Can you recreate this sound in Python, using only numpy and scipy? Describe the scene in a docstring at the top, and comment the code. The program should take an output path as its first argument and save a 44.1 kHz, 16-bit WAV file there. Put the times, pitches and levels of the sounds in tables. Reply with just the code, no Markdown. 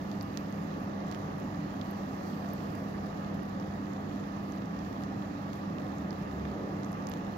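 """Light rain by a roadside puddle

The microphone sits just above the ground, its right port open, its left one muffled. Close by, drops
tap on the wet ground or ring a tiny bubble in the puddle; farther out they merge into hiss. Distant
traffic rumbles and one vehicle booms briefly, over mains hum and a fan. A far bird chirps at the end."""
import sys
import numpy as np
from scipy import signal
from scipy.fft import rfft, irfft, next_fast_len
from scipy.io import wavfile
from scipy.ndimage import uniform_filter1d, map_coordinates

SR = 44100
rng = np.random.default_rng(int(sys.argv[2]) if len(sys.argv) > 2 else 0)


def wav_record(signal):
    """Record a signal, one row per channel, as 16-bit PCM in the file named by sys.argv[1]."""
    frames = np.transpose(np.atleast_2d(signal))
    bounded = np.clip(frames, -1, 1)
    # unit amplitude maps onto the largest positive 16-bit level
    quanta = np.round(bounded * 32767).astype(np.int16)
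    wavfile.write(sys.argv[1], SR, quanta)


N = 325017


# Tone of close drops through the microphone, which has a notch near 8 kHz.
# Each row: frequency in Hz, gain in dB.
CLOSE_MIC_TONE = [(400, -20), (1300, 15), (2400, 2.5), (4500, 0), (6500, 0.5), (7400, -3), (8300, -15),
                  (10000, -9.5), (12300, -4.5), (15800, -6)]
# Drops on the wet ground nearest the microphone.
# Each row: start in seconds, peak at the right port in dB, centre in Hz, width in octaves.
GROUND_TAPS = [(0.1154, -30.5, 4100, 0.42), (.211, -28.5, 4700, 0.27), (.231, -38, 4800, 1.2),
               (.3734, -19, 4700, 0.85), (.5254, -37.5, 5400, .6), (1.1142, -29.5, 5000, 0.75),
               (1.1245, -33, 2800, 0.9), (1.1473, -29, 3100, 0.84), (1.814, -27, 3800, .33),
               (1.8594, -37, 4400, 0.66), (2.489, -38, 6500, .5), (3.0658, -39, 8500, .7),
               (3.2465, -37, 3600, .4), (3.495, -41, 8500, .6), (3.5994, -38, 5700, .35),
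               (4.522, -36.5, 6400, .3), (4.658, -40, 6000, .4), (4.7896, -39, 5300, .4),
               (4.8492, -38, 4200, .8), (5.0366, -32, 5200, .8), (5.5324, -31.5, 4500, 1),
               (5.7843, -31, 3500, 0.42), (5.984, -40, 7000, .4), (6.1073, -30.5, 4700, 0.27),
               (6.1287, -37, 3500, .5), (6.453, -33, 2400, 0.53), (6.8336, -35, 4000, .8),
               (6.8458, -36, 5900, 0.3), (6.9292, -35, 6500, 1.2), (7.0702, -29, 6100, .42),
               (7.0887, -35, 5500, .8), (7.1174, -29, 4200, .9), (7.1375, -31, 4400, 1.1)]

def taps(splash_t60):
    """A near drop hits the ground with one sharp pulse, then a few milliseconds of splash."""
    out = np.zeros((2, N))
    t = np.arange(1024) / SR
    hz = np.fft.rfftfreq(len(t), 1 / SR)
    for start, db, centre_hz, width_octaves in [*GROUND_TAPS, *faint_drops()]:
        # smaller drops sound higher; a narrow band rings like a plip
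        size_colour = 0.04 + 1 / (1 + (np.log2((hz + 1) / centre_hz) / width_octaves) ** 2)
        pulse = causal(amp(along(CLOSE_MIC_TONE, hz)[0]) * size_colour)
        # the flatter a drop lands, the wider its band and the more it splashes
        splash_db = -21 + 3.5 * width_octaves
        splash = amp(splash_db - 60 * t / splash_t60) * rng.standard_normal((2, len(t)))
        tap = signal.fftconvolve((t == 0) + splash, pulse[None], axes=1)
        add(out, start, amp(db) * tap / abs(tap[1]).max())
    return out


def faint_drops(per_second=2.5, peak_db=-41, centre_hz=4200, width_octaves=0.55):
    """Random drops land a little farther off, given as rows like those of GROUND_TAPS."""
    when, size, pitch = rng.random((int(per_second * N / SR), 3)).T
    db = peak_db + 5 * (size - .5)
    hz = centre_hz * 2 ** (pitch - .5)
    return np.column_stack([when * N / SR, db, hz, np.full(len(when), width_octaves)])


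# Drops in the puddle beside the microphone.
# Each row: start in seconds, peak at the right port in dB, pitch in Hz, seconds to fade by 60 dB.
PUDDLE_BUBBLES = [(0.2261, -34, 12500, .0017), (0.3993, -42, 14000, .001), (0.504, -45, 14000, .0015),
                  (0.8007, -48, 11500, .0012), (1.9099, -36, 12300, 0.002), (2.535, -33, 13400, .003),
                  (2.7525, -45, 12000, .001), (3.432, -46, 11500, .0016), (5.5584, -45, 13000, .001),
                  (6.9197, -39, 11300, .0012), (7.0973, -30, 12400, 0.0016)]

def bubbles(attack_share):
    """A drop traps a tiny bubble, whose ring swells and dies within a few dozen cycles."""
    out = np.zeros((2, N))
    t = np.arange(SR // 100) / SR
    for start, db, hz, t60 in PUDDLE_BUBBLES:
        attack = (1 - np.exp(-t / (attack_share * t60))) ** 2
        ring = np.sin(2 * np.pi * hz * t) * amp(-60 * t / t60) * attack
        add(out, start, amp(db) * np.array([ring, ring]) / abs(ring).max())
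    return out


# Close drops that shatter softly, heard only as spray.
# Each row: start in seconds, relative droplet level in dB.
SOFT_DROPS = [(.49, -40), (.8, -43), (1.39, -41), (1.83, -43), (2.75, -37), (3.06, -43), (4.47, -40),
              (4.55, -41), (5.54, -38.5), (6.76, -42)]

def sprays(droplets, longest_flight_s=0.068, faint_per_second=1.5):
    """A shattered drop scatters tiny droplets that land soon after, ever fewer and fainter."""
    tapped = [(start, -47 + 3.5 * width_octaves) for start, _, _, width_octaves in GROUND_TAPS]
    faint = [(start, -44.5) for start in rng.random(int(faint_per_second * N / SR)) * N / SR]
    start, db = np.transpose(tapped + SOFT_DROPS + faint)[:, :, None]
    flight = rng.random((len(start), droplets)) ** 1.3
    droplet_db = db - 5 * flight + 4.4 * rng.standard_normal(flight.shape)
    landings = start + longest_flight_s * flight
    return ticks(landings.ravel(), droplet_db.ravel(), centre_hz=12500, spread_octaves=0.33, cycles=1.0)


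def patter(per_second, base_db, centre_hz, ticks_per_drop):
    """Drops land a few steps away, many faint and few stronger, each trailed by weaker droplets."""
    when, size = rng.random((2, int(per_second * N / SR), 1))
    flight = rng.random((len(when), ticks_per_drop)) * (np.arange(ticks_per_drop) > 0)
    db = base_db + 3.5 * np.minimum(-np.log(size), 3.5) - 14 * np.sqrt(flight)
    landings = when * N / SR + .014 * flight
    return ticks(landings.ravel(), db.ravel(), centre_hz, spread_octaves=0.446, cycles=1.95)


def ticks(times, db, centre_hz, spread_octaves, cycles):
    """Each droplet lands with one damped tick of random pitch, heard through the microphone."""
    t = np.arange(128) / SR
    octaves = spread_octaves * rng.standard_normal((len(times), 1))
    hz = np.clip(centre_hz * 2 ** octaves, 1500, 15500)
    waves = amp(db)[:, None] * np.sin(2 * np.pi * hz * t) * np.exp(-hz * t / cycles)
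    places = np.maximum(times * SR, 0).astype(int)[:, None] + np.arange(len(t))
    track = np.bincount(places.ravel(), waves.ravel(), N)[:N]
    return filtered(track, lambda f: amp(along(CLOSE_MIC_TONE, f)[0]))


def near_rain():
    """Near drops reach the open right port directly and the left one faint and dull."""
    left, right = (taps(splash_t60=0.013)
                   + bubbles(attack_share=0.088)
                   + patter(per_second=120, base_db=-54.5, centre_hz=4400, ticks_per_drop=4)
                   + patter(per_second=58, base_db=-49.0, centre_hz=12000, ticks_per_drop=5)
                   + sprays(droplets=16))
    muffled = amp(-22) * filtered(left, lambda hz: below(hz, 4000, order=4))
    return np.array([muffled, right])


# Hiss of far rain; in the left treble, only the microphone's faint noise floor.
# Each row: frequency in Hz, left and right gain in dB.
HISS_COLOUR = [(2200, -92.5, -89), (2490, -94.5, -86.5), (2790, -102.5, -88), (3030, -103.5, -91.5),
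               (4600, -108.8, -93), (5700, -118.4, -94.5), (6700, -119.4, -96), (7420, -119.6, -101.4),
               (8200, -119.9, -118.7), (9670, -117.5, -111.1), (11950, -113.3, -104.2),
               (14400, -113.6, -108.1), (15700, -113.7, -107.8)]
# Its slow rise and fall. Each row: time in seconds, gain in dB.
HISS_LEVEL = [(0, 0), (1.2, 0.4), (2.6, 0.6), (3.3, -0.5), (4.5, 0), (5.3, -0.2), (6.3, -0.4), (7.37, 0)]
# A fine sizzle over the rain. Each row: frequency in Hz, gain in dB.
SIZZLE_COLOUR = [(1500, -30), (3000, -1), (4700, 11), (7000, -8), (8600, -1.5), (9600, -17), (12000, 1),
                 (13800, 3), (15800, -10)]
# Its spells. Each row: start in seconds, length in seconds, level at the right port in dB.
SIZZLE_SPELLS = [(0, .55, -65.5), (1.8, 0.34, -65.5), (2.26, 0.48, -61.5)]

def far_rain(flutter_db=0.36):
    """Countless far drops merge into hiss over the noise floor; a finer sizzle comes and goes."""
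    hiss = filtered(patchy(patchy_db=1.25),
                    lambda hz: amp(along(HISS_COLOUR, hz)) * above(hz, 2295, order=12))
    # the highest hiss comes from few close drops, so it flutters most
    treble = filtered(hiss[1], lambda hz: above(hz, 7100, order=6))
    treble_db = -1.66 + wobble(15) + 0.62 * wobble(7)
    hiss[1] = amp(-1) * (hiss[1] - treble) + amp(treble_db) * treble
    sizzle = unit(filtered(rng.standard_normal((2, N)), lambda hz: amp(along(SIZZLE_COLOUR, hz))))
    spells = sum(amp(db) * swell(start, length, attack_s=.06, release_s=0.2)
                 for start, length, db in SIZZLE_SPELLS)
    hiss_db = curve(HISS_LEVEL) + flutter_db * wobble(8)
    return amp(hiss_db) * hiss + spells * sizzle * amp([[-18], [0]])


# Distant traffic from ground level. Each row: frequency in Hz, left and right gain in dB.
TRAFFIC_COLOUR = [(25, -85, -84), (68, -70.5, -70), (127.6, -68, -66.5), (167.3, -59.7, -59.5),
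                  (202, -66.5, -64), (218, -70.5, -64.5), (251, -65.7, -61.8), (295, -64, -61.5),
                  (331, -73.5, -64.5), (396, -73.5, -69), (524, -69.5, -76.5), (748, -73, -74.5),
                  (885, -79.5, -72.5), (1030, -77, -74.5), (1147, -73.5, -72), (1235, -77, -74),
                  (1340, -82, -82), (1500, -81, -80.5), (1590, -83.5, -82.5), (1730, -84.5, -79),
                  (1985, -89, -82), (2260, -97, -85.5)]
# How alike it is at the two ports. Each row: frequency in Hz, coherence 0-1, left lead in radians.
PORT_LIKENESS = [(25, .9, 0.5), (65, .98, -0.05), (197, 0.97, -0.04), (285, 0.91, 0.26), (390, .1, 2),
                 (465, 0.16, 1), (600, 0.61, -0.43), (788, 0.72, -0.3), (884, 0.2, -1.5), (937, 0.52, -3.5),
                 (1000, .64, -3.5), (1160, 0.92, -4.1), (1240, 0.7, -4.4), (1306, 0.32, -4.3),
                 (1483, 0.78, -3.5), (1666, 0.54, -4.5), (1730, 0.3, -5.2), (1870, .22, -5.5),
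                 (2050, 0, -10.5), (2230, 0.7, -10.5)]
# The deep engine drone. Each row: time in seconds, gain in dB.
DRONE_LEVEL = [(0, 0), (1.05, -1), (1.7, 0.5), (2.25, -2.5), (3.2, 3), (4.5, -1.5), (4.9, 1), (5.7, -0.5),
               (7.37, 0.5)]
# The road roar above it. Each row: time in seconds, gain in dB.
ROAR_LEVEL = [(0, -0.9), (1.05, .5), (1.7, -0.1), (2.8, 0.1), (4.3, -0.8), (5.4, -0.4), (6.2, 0.14),
              (7.37, 0.1)]

def traffic():
    """Far engines rumble; their deep drone wanders and the road roar swells as vehicles come and go."""
    right, unrelated = patchy(patchy_db=.5)
    coherence = lambda hz: np.clip(along(PORT_LIKENESS, hz)[0], 0, 1)
    left = filtered(right, lambda hz: coherence(hz) * np.exp(1j * along(PORT_LIKENESS, hz)[1]))
    left += filtered(unrelated, lambda hz: np.sqrt(1 - coherence(hz) ** 2))
    band = lambda hz: below(hz, 2210, order=12) * above(hz, 15, order=2)
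    road = filtered(np.array([left, right]), lambda hz: amp(along(TRAFFIC_COLOUR, hz)) * band(hz))
    drone = filtered(road, lambda hz: below(hz, 89, order=5))
    bass = filtered(road, lambda hz: below(hz, 170, order=5))
    rumble, roar = bass - drone, road - bass
    return amp(curve(DRONE_LEVEL)) * drone + rumble + amp(curve(ROAR_LEVEL)) * roar


def far_engine(note_hz=166.1, drift_hz=8, jitter_hz=4, level_db=-53):
    """One far engine stands out, its note drifting with its load and its level wavering."""
    hz = note_hz + drift_hz * wobble(2.5) + jitter_hz * wobble(25)
    return amp(level_db) * unit(amp(3 * wobble(6)) * sine(hz))


# Road noise of a single far vehicle. Each row: frequency in Hz, gain in dB.
WHOOSH_COLOUR = [(120, -30), (260, -4), (340, 2.5), (480, 2), (620, -2), (900, -13), (2000, -36),
                 (4000, -80)]
# Vehicles passing far from the microphone.
# Each row: nearest moment in seconds, seconds to fade by 3 dB, level when nearest in dB.
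VEHICLE_PASSES = [(2.98, 0.13, -49.5), (6.62, 0.12, -43.5)]

def passing_whoosh():
    """The dull road noise of each passing vehicle rises and falls with its distance."""
    noise = filtered(rng.standard_normal((2, N)), lambda hz: amp(along(WHOOSH_COLOUR, hz)))
    t = np.arange(N) / SR
    power = sum(amp(db) ** 2 / (1 + ((t - nearest) / fade_s) ** 2)
                for nearest, fade_s, db in VEHICLE_PASSES)
    return np.sqrt(power) * unit(noise + 0.48 * noise[::-1])  # the ports share part of the noise


# The last vehicle's exhaust as it draws near. Each row: crest time in seconds, typical level in dB.
EXHAUST_SURGES = [(6.02, -51), (6.42, -42)]

def exhaust_boom(nearest_hz=68.6, sag_hz_per_s=11, surge_width_s=0.11):
    """One low exhaust order of the passing vehicle surges while its pitch sinks."""
    t = np.arange(N) / SR
    nearest_s = VEHICLE_PASSES[-1][0]
    hz = nearest_hz - sag_hz_per_s * (t - nearest_s)
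    surges = sum(amp(db) * np.exp(-((t - crest) / surge_width_s) ** 2) for crest, db in EXHAUST_SURGES)
    return surges * amp(0.7 * wobble(20)) * np.sqrt(2) * sine(hz)


# Mains hum under the traffic. Each row: harmonic number, level in dB, right minus left in dB.
HUM_HARMONICS = [(1, -51.5, -1), (2, -41.4, 1.7), (4, -65, -1)]

def mains_hum(hum_hz=100.06):
    """Steady mains harmonics waver a little in the open air."""
    phase = 2 * np.pi * hum_hz * np.arange(N) / SR
    out = np.zeros((2, N))
    for harmonic, db, tilt_db in HUM_HARMONICS:
        offset = rng.uniform(0, 2 * np.pi)
        tone = np.sqrt(2) * np.sin(harmonic * (phase + offset) + 0.26 * wobble(9))
        balance = amp([[-tilt_db / 2], [tilt_db / 2]])
        out += amp(db + 0.6 * wobble(7)) * balance * tone
    return out


def fan(tone_hz=293, half_width_hz=2.3):
    """A fan's fuzzy tone is a very narrow band of noise, a little stronger on the right."""
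    tone = filtered(rng.standard_normal(N), lambda hz: below(hz - tone_hz, half_width_hz, order=2))
    return amp(-53.0) * unit(tone) * amp([[-1.5], [1.5]])


# A bird far from the microphone. Each row: start in seconds, length in seconds,
# first and last pitch in Hz, direct level at the right port in dB.
BIRD_CHIRPS = [(7.12, 0.03, 4400, 4400, -70), (7.274, 0.088, 3600, 4400, -69.5)]

def bird(scatter_t60=.25, scatter_db=2):
    """Thin whistles, held or gliding up to a level pitch, are scattered by trees and walls."""
    direct = np.zeros((2, N))
    for start, length, first_hz, last_hz, db in BIRD_CHIRPS:
        progress = np.linspace(0, 1, int(length * SR))
        hz = last_hz + (first_hz - last_hz) * (1 - progress) ** 2
        whistle = np.sqrt(2 * abs(np.sin(np.pi * progress))) * sine(hz)
        add(direct, start, amp(db) * amp([[-6], [0]]) * whistle)
    t = np.arange(SR // 2) / SR
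    tail = rng.standard_normal((2, len(t))) * amp(-60 * t / scatter_t60)
    scattered = signal.fftconvolve(direct, tail / np.linalg.norm(tail[1]), axes=1)[:, :N]
    return direct + amp(scatter_db) * scattered


def amp(db):
    """Decibels as a gain."""
    return 10 ** (np.asarray(db) / 20)


def unit(x):
    """x scaled to an RMS of 1."""
    return x / np.sqrt(np.mean(x ** 2) + 1e-20)


def sine(hz):
    """A sine that follows one frequency per sample."""
    return np.sin(2 * np.pi * np.cumsum(hz) / SR)


def along(points, hz):
    """Each column of a table of frequencies, read on a log axis."""
    knots_hz, *columns = np.transpose(points)
    return np.array([np.interp(np.log(hz + 1), np.log(knots_hz + 1), column) for column in columns])


def curve(rows):
    """One value per sample from rows of time and value."""
    return np.interp(np.arange(N) / SR, *np.transpose(rows))


def swell(start_s, length_s, attack_s, release_s):
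    """An envelope that rises to 1, holds and dies away."""
    t = np.arange(N) / SR - start_s
    return np.exp(np.minimum(t, 0) / attack_s - np.maximum(t - length_s, 0) / release_s)


def wobble(rate):
    """A smooth random curve, rate knots a second."""
    return map_coordinates(rng.standard_normal(int(N * rate / SR) + 4), [np.arange(N) * rate / SR])


def filtered(x, response):
    """x through a complex frequency response."""
    size = next_fast_len(N + SR // 2)
    return irfft(rfft(x, size) * response(np.fft.rfftfreq(size, 1 / SR)), size)[..., :N]


def below(hz, edge_hz, order):
    """Gain of a low-pass."""
    return 1 / np.sqrt(1 + (hz / edge_hz) ** (2 * order))


def above(hz, edge_hz, order):
    """Gain of the matching high-pass."""
    return np.sqrt(1 - below(hz, edge_hz, order) ** 2)


def causal(gain):
    """The sharpest impulse response that has this gain."""
    cepstrum = irfft(np.log(np.maximum(gain, 1e-6)))
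    half = len(cepstrum) // 2
    fold = np.r_[1, np.full(half - 1, 2), 1, np.zeros(half - 1)]
    return irfft(np.exp(rfft(cepstrum * fold)))


def patchy(patchy_db):
    """Two unrelated noises of 0 dB per Hz, with patches of random gain in time and frequency."""
    spectra = signal.stft(rng.standard_normal((2, N)), nperseg=512)[2]
    patches = uniform_filter1d(rng.standard_normal(spectra.shape[1:]), size=5, axis=0)
    patches = uniform_filter1d(patches, size=18, axis=1)
    noise = signal.istft(spectra * amp(patchy_db * unit(patches)), nperseg=512)[1][:, :N]
    return unit(noise) * np.sqrt(SR / 2)


def add(track, start_s, sound):
    """Mix a stereo sound into the track."""
    part = track[:, max(round(start_s * SR), 0):][:, :sound.shape[1]]
    part += sound[:, :part.shape[1]]


def scene():
    """Road, hum, fan, rain and bird meet at the edge of the puddle."""
    road = traffic() + far_engine() + exhaust_boom() + passing_whoosh()
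    return road + mains_hum() + fan() + far_rain() + near_rain() + bird()


def record(dry):
    """The camera behind the microphone keeps nothing above its band limit."""
    limit_hz = 15850
    return filtered(dry, lambda hz: hz < limit_hz)


dry = scene()
out = record(dry)
wav_record(out)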